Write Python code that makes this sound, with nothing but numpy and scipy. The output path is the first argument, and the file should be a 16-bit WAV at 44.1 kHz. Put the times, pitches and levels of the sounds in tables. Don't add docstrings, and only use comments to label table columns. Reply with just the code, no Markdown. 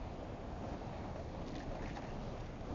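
import sys
import numpy as np
from scipy import signal
from scipy.fft import rfft, irfft
from scipy.io import wavfile
from scipy.ndimage import uniform_filter1d

SR = 44100
rng = np.random.default_rng(int(sys.argv[2]) if len(sys.argv) > 2 else 0)


def linear_from_db(decibels):
    return 10 ** (np.asarray(decibels, float) / 20)


def log_audio(samples):
    frames = np.atleast_2d(samples).T
    limited = np.clip(frames, -1, 1)
    pcm = np.round(limited * 32767).astype(np.int16)
    wavfile.write(sys.argv[1], SR, pcm)


N = 120834

# [f/Hz, density/dB]
TRAFFIC_SPECTRUM = [(22, -14), (48, -4), (80, -4), (330, -12), (460, -13.5), (700, -14), (1450, -30),
                    (6400, -44.5)]
# [t/s, level/dB]
TRAFFIC_DRIFT = [(0, -0.2), (.75, -1), (.86, -2.5), (1.0, -1.5), (1.3, -2.5), (1.5, 0.5), (2.0, 0.3),
                 (2.35, -0.5), (2.46, -3.5), (2.63, -5.5), (2.68, -2.5), (2.74, 0)]
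# [t/s, level/dB]
ENGINE_LOAD = [
    (0.0, -50),
    (0.71, -56.5),
    (1.59, -50.5),
    (1.63, -61),
    (1.7, -38.5),
    (1.78, -56),
    (1.82, -41),
    (2.07, -69.5),
    (2.1, -44.5),
    (2.74, -53.5),
]
# [t/s, level/dB, length/s, centre f/Hz]
GRIT_SCUFFS = [(0.688, -70, 0.046, 2250), (0.94, -68, 0.062, 2270), (1.496, -80, 0.016, 4300),
               (1.52, -70, 0.011, 4200), (1.577, -76, 0.0035, 3640), (1.62, -67.5, 0.018, 4370),
               (1.824, -80, 0.027, 4640), (1.882, -63, 0.046, 1910), (1.89, -75, 0.018, 4900),
               (1.966, -65, 0.008, 3700), (1.979, -64, 0.017, 1960), (2.071, -70.5, 0.031, 1980),
               (2.103, -72, 0.023, 4430), (2.146, -71, 0.01, 4300), (2.245, -66.5, 0.067, 3780),
               (2.406, -62.5, 0.005, 3400), (2.464, -64.5, 0.0052, 4000), (1.895, -64.5, 0.027, 1750),
               (2.04, -66, 0.023, 2000), (0.967, -72.5, 0.027, 2100), (1.48, -73, 0.0068, 3800),
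               (1.559, -63.5, 0.0062, 3300), (1.596, -64.5, .012, 2600), (1.958, -66, .01, 1300),
               (1.72, -72.5, 0.056, 4800), (.2, -72.5, .15, 2200)]
# [t/s, peak level/dB, colour f/Hz]
CHAIN_TICKS = [(.5772, -59, 4500), (.8683, -54, 5000), (1.2931, -57, 3500), (1.4643, -49, 3900),
               (1.4675, -51, 3700), (1.4759, -45.5, 3900), (1.4818, -43.5, 4200), (1.4846, -45, 2700),
               (1.4909, -44.5, 5300), (1.5035, -51, 5000), (1.5084, -49, 3800), (1.5205, -52, 3800),
               (1.5436, -45, 4000), (1.5955, -48, 3800), (1.605, -50, 4000), (1.5544, -39.5, 3300),
               (1.5644, -42.5, 3500), (1.5825, -42.5, 3300), (1.8229, -52, 5000), (1.9542, -54, 4400),
               (1.9889, -51, 4500), (2.4089, -55, 3700), (2.6088, -51, 4000), (1.4945, -50, 2200),
               (1.5695, -50, 2800), (1.6015, -52, 5500), (1.6245, -50, 4200), (1.634, -53, 4300),
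               (1.831, -52, 4000), (1.8435, -52, 4200), (1.883, -52, 5000), (1.9325, -53, 5500),
               (1.9705, -54, 3600), (2.02, -53, 4500), (2.0785, -53, 4000), (2.129, -54, 6000),
               (2.461, -54, 4000), (2.467, -56, 3500), (2.558, -55, 2200)]
# [f/Hz, level/dB, width/share of f]
LINK_MODES = [
    (1810, 9, 0.12),
    (2080, 0, .05),
    (2780, -6, 0.1),
    (3650, -10, 0.069),
    (4300, -9.5, 0.052),
    (6300, -8.5, 0.053),
]
# [t/s, level/dB, length/s]
CHAIN_SHAKES = [
    (1.61, -64, 0.034),
    (1.735, -74.5, 0.054),
    (1.875, -62, 0.027),
    (1.96, -59.5, 0.014),
    (2.072, -61, 0.037),
    (2.25, -74.5, 0.11),
]
# [t at the peak/s, peak level/dB, pitch f/Hz]
LINK_RINGS = [(1.479, -60, 3550.0), (1.521, -64, 4680), (1.559, -56, 3470), (1.558, -50, 1940),
              (1.595, -58, 4150), (1.602, -63.8, 6460.0), (1.604, -48.5, 1780), (1.623, -58, 1850),
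              (1.629, -67, 6200), (1.751, -58.5, 2780), (1.793, -54, 2050), (1.822, -65, 6600),
              (1.823, -53, 1770), (1.839, -52, 1870.0), (1.858, -60, 4220.0), (1.86, -47.5, 2180),
              (1.882, -74, 6800), (1.9, -50, 1810.0), (1.906, -67, 3620), (1.932, -69, 6320),
              (1.954, -61, 4400), (1.962, -55, 3760), (1.962, -64, 6120), (1.97, -61, 2600),
              (1.97, -50, 1710), (1.975, -70.5, 6600), (1.535, -56, 2000), (2.108, -59, 2760),
              (2.023, -53.5, 2160), (1.562, -61, 2800)]
# [t/s, peak level/dB, pitch f/Hz]
FLAME_FLAPS = [(0.297, -39, 563), (0.633, -39, 590), (0.686, -34, 560), (1.158, -33, 631),
               (1.194, -32.5, 618), (1.348, -38, 736), (1.415, -33, 643), (1.712, -32.5, 575),
               (1.735, -48, 562), (1.751, -32, 623), (1.971, -31.5, 801), (2.038, -33, 695),
               (2.155, -48.5, 588)]
# [t/s, level/dB, length/s, roar centre f/Hz]
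FLAME_PASSES = [(0.069, -54, 0.05, 650), (.19, -56, 0.073, 630), (0.38, -60, 0.073, 286),
                (0.647, -48, 0.026, 610), (0.719, -49.5, 0.032, 660), (0.645, -47.5, 0.032, 225),
                (.74, -49, 0.016, 297), (.67, -51.5, 0.024, 110), (.36, -53, 0.038, 83),
                (0.82, -54, 0.032, 570), (.96, -63, 0.029, 700), (1.1, -59, 0.017, 240),
                (1.07, -51, 0.021, 680), (1.184, -55, 0.055, 560), (1.5, -53.5, 0.027, 73),
                (1.39, -59.5, 0.032, 715), (1.53, -51, 0.077, 240), (1.77, -52.5, 0.09, 654),
                (1.78, -50, 0.053, 133), (1.85, -48, 0.028, 227), (1.87, -55.5, 0.02, 815),
                (1.98, -51, 0.027, 740), (1.955, -52, 0.11, 260), (2.05, -51.5, 0.018, 676),
                (2.23, -54, 0.14, 645), (2.18, -49.5, 0.021, 207), (2.282, -49, 0.056, 131),
                (2.66, -54.5, 0.027, 540), (2.72, -49, 0.041, 319), (.03, -53.5, 0.045, 87),
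                (.72, -50, .045, 68), (1.07, -50.5, 0.015, 105), (1.13, -49.5, .035, 81),
                (1.69, -47.5, 0.037, 83), (1.4, -47.5, 0.029, 75), (1.7, -49, 0.014, 59),
                (2.16, -50.5, 0.035, 90), (2.42, -50.5, 0.042, 85), (2.68, -56, 0.051, 84.5),
                (0.596, -56, .015, 720), (0.884, -55.5, 0.054, 720), (1.05, -53.5, 0.0081, 720),
                (1, -52.5, 0.022, 700), (0.79, -57, 0.013, 340), (1.07, -53.5, .03, 324),
                (.63, -49, .015, 62), (.74, -49.5, .03, 160), (.93, -52.5, 0.023, 112),
                (1.69, -49, 0.032, 220), (1.7, -51.5, 0.027, 110)]


def level(x, db):
    return x * linear_from_db(db) / np.sqrt(np.mean(x ** 2))


def band(x, hz, width):
    edge = np.clip(hz * np.array([1 / (1 + width / 2), 1 + width / 2]), 5, .45 * SR)
    return signal.sosfilt(signal.butter(1, edge, "bandpass", fs=SR, output="sos"), x)


def walk(rate):
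    hold = int(SR / rate)
    steps = np.repeat(rng.standard_normal(N // 20 + 1), hold)[:N]
    w = uniform_filter1d(uniform_filter1d(steps, hold), hold)
    return w / w.std()


def swell(at, length):
    i = np.arange(max(int((at - 3 * length) * SR), 0), min(int((at + 3 * length) * SR), N))
    return i, np.exp(-.5 * ((i / SR - at) / length) ** 2)


def uneven_hits(chance, rate, spread_db):
    return (chance[0] < rate / SR) * linear_from_db(-spread_db * np.log(chance[1] + .05))


def strikes(rows, t60, rise, width, db):
    out, t = np.zeros(N + SR), np.arange(SR // 10) / SR
    for at, peak_db, hz in rows:
        env = (1 - np.exp(-t / rise)) * np.exp(-np.log(1000) * t / t60)
        noise = band(rng.standard_normal(len(t)), hz, width)
        tone = np.sin(2 * np.pi * hz * t) * env + level(noise, -5) * env
        k = int(at * SR)
        out[k:k + len(t)] += tone * linear_from_db(peak_db + db) / np.abs(tone).max()
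    return out[:N]


def distant_traffic():
    swell_db, flicker_db = -1.03, 1.3
    f = np.maximum(np.arange(N // 2 + 1) * SR / N, 1)
    hz, db = np.array(TRAFFIC_SPECTRUM).T
    colour = linear_from_db(np.interp(np.log2(f), np.log2(hz), db)) * f ** 2 / (f ** 2 + 14 ** 2)
    spec = rfft(rng.standard_normal(N)) * colour
    common_db = swell_db * walk(1.83)
    drift_db = np.interp(np.arange(N) / SR, *np.array(TRAFFIC_DRIFT).T)
    out = np.zeros(N)
    for octave in np.arange(3.5, 14, .5):
        part = np.cos(np.pi * np.clip(np.log2(f) - octave, -.5, .5)) ** 2
        follow = np.clip(1.2 - abs(octave - 9) / 2.0, .2, 1)
        gain = linear_from_db(common_db + flicker_db * walk(8.3) + drift_db * follow)
        out = out + irfft(spec * part, N) * gain
    return level(out, -46)


def engine_hum():
    speed_hz = 29 * (1 + .03 * walk(6))
    hum = np.sqrt(2) * np.sin(2 * np.pi * np.cumsum(speed_hz) / SR)
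    return hum * linear_from_db(-2 + np.interp(np.arange(N) / SR, *np.array(ENGINE_LOAD).T))


def footfall():
    out = np.zeros(N)
    i, env = swell(2.708, 0.002)
    out[i] += linear_from_db(-35) * env
    return out


def grit_scuffs():
    grains = uneven_hits(rng.random((2, N)), 1500, 3.0) * rng.standard_normal(N)
    grit = level(grains, 0) + rng.standard_normal(N)
    out = np.zeros(N)
    for at, db, length, hz in GRIT_SCUFFS:
        i, env = swell(at, length)
        out[i] += env * level(band(grit[i], hz, .55), db)
    return out


def chain_ticks():
    width, t60_s, tail_db, tick_db = 1.2, .017, -20, 1.0
    out, t = np.zeros(N + SR), np.arange(SR // 20) / SR
    for at, peak_db, hz in CHAIN_TICKS:
        tail = rng.standard_normal(len(t)) * np.exp(-np.log(1000) * t / t60_s) * linear_from_db(tail_db)
        click = band(band((t == 0) + tail, hz, width), hz, width)
        k = int(at * SR) - np.abs(click).argmax()
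        out[k:k + len(t)] += click * linear_from_db(peak_db + tick_db) / np.abs(click).max()
    return out[:N]


def chain_jingle():
    chain, shake = np.zeros(N), np.zeros(N)
    for hz, db, width in LINK_MODES:
        chance = rng.random((3, N))
        taps = uneven_hits(chance, 160, 3.0) * np.sign(chance[2] - .5)
        chain = chain + level(band(band(taps, hz, width), hz, 2 * width), db)
    for at, db, length in CHAIN_SHAKES:
        i, env = swell(at, length)
        shake[i] += linear_from_db(db) * env
    return level(chain, 0) * shake


def link_rings():
    lead_s = .002
    rows = np.array(LINK_RINGS) - [lead_s, 0, 0]
    return strikes(rows, t60=.024, rise=.0012, width=0.3, db=4.0)


def flame_flaps():
    return strikes(FLAME_FLAPS, t60=.04, rise=.002, width=.35, db=-7.0)


def flame_passes():
    roar_width, tear_from_hz = .5, 500
    out, air = np.zeros(N), rng.standard_normal((3, N))
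    flutter = linear_from_db(1.6 * walk(50))
    tear = level(band(rng.standard_normal(N), 1700, 0.82), -19)
    for k, (at, db, length, hz) in enumerate(FLAME_PASSES):
        i, env = swell(at, length)
        roar = level(band(band(air[k % 3, i], hz, roar_width), hz, 2 * roar_width), 0)
        roar = roar * flutter[i]
        roar = roar * np.sqrt(np.mean(env ** 2) / np.mean((env * roar) ** 2))
        hiss = flutter[i] * tear[i] * min(hz / tear_from_hz, 1) ** 2
        out[i] += linear_from_db(db) * env * (roar + hiss)
    return out


def scene():
    rings, flaps = link_rings(), flame_flaps()
    far = distant_traffic() + engine_hum()
    flame = flame_passes() + flaps
    ground = grit_scuffs() + footfall()
    chain = chain_ticks() + chain_jingle() + rings
    return (far + ground + chain + flame)[None]


def roll_off(x):
    return signal.sosfilt(signal.butter(12, 7790, fs=SR, output="sos"), x)


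def record(dry):
    mix = dry + linear_from_db(-15) * band(dry, 2480, 0.18)
    mix = signal.sosfilt(signal.cheby1(8, .3, 6740, fs=SR, output="sos"), mix)
    return roll_off(mix)


dry = scene()
out = record(dry)
log_audio(out)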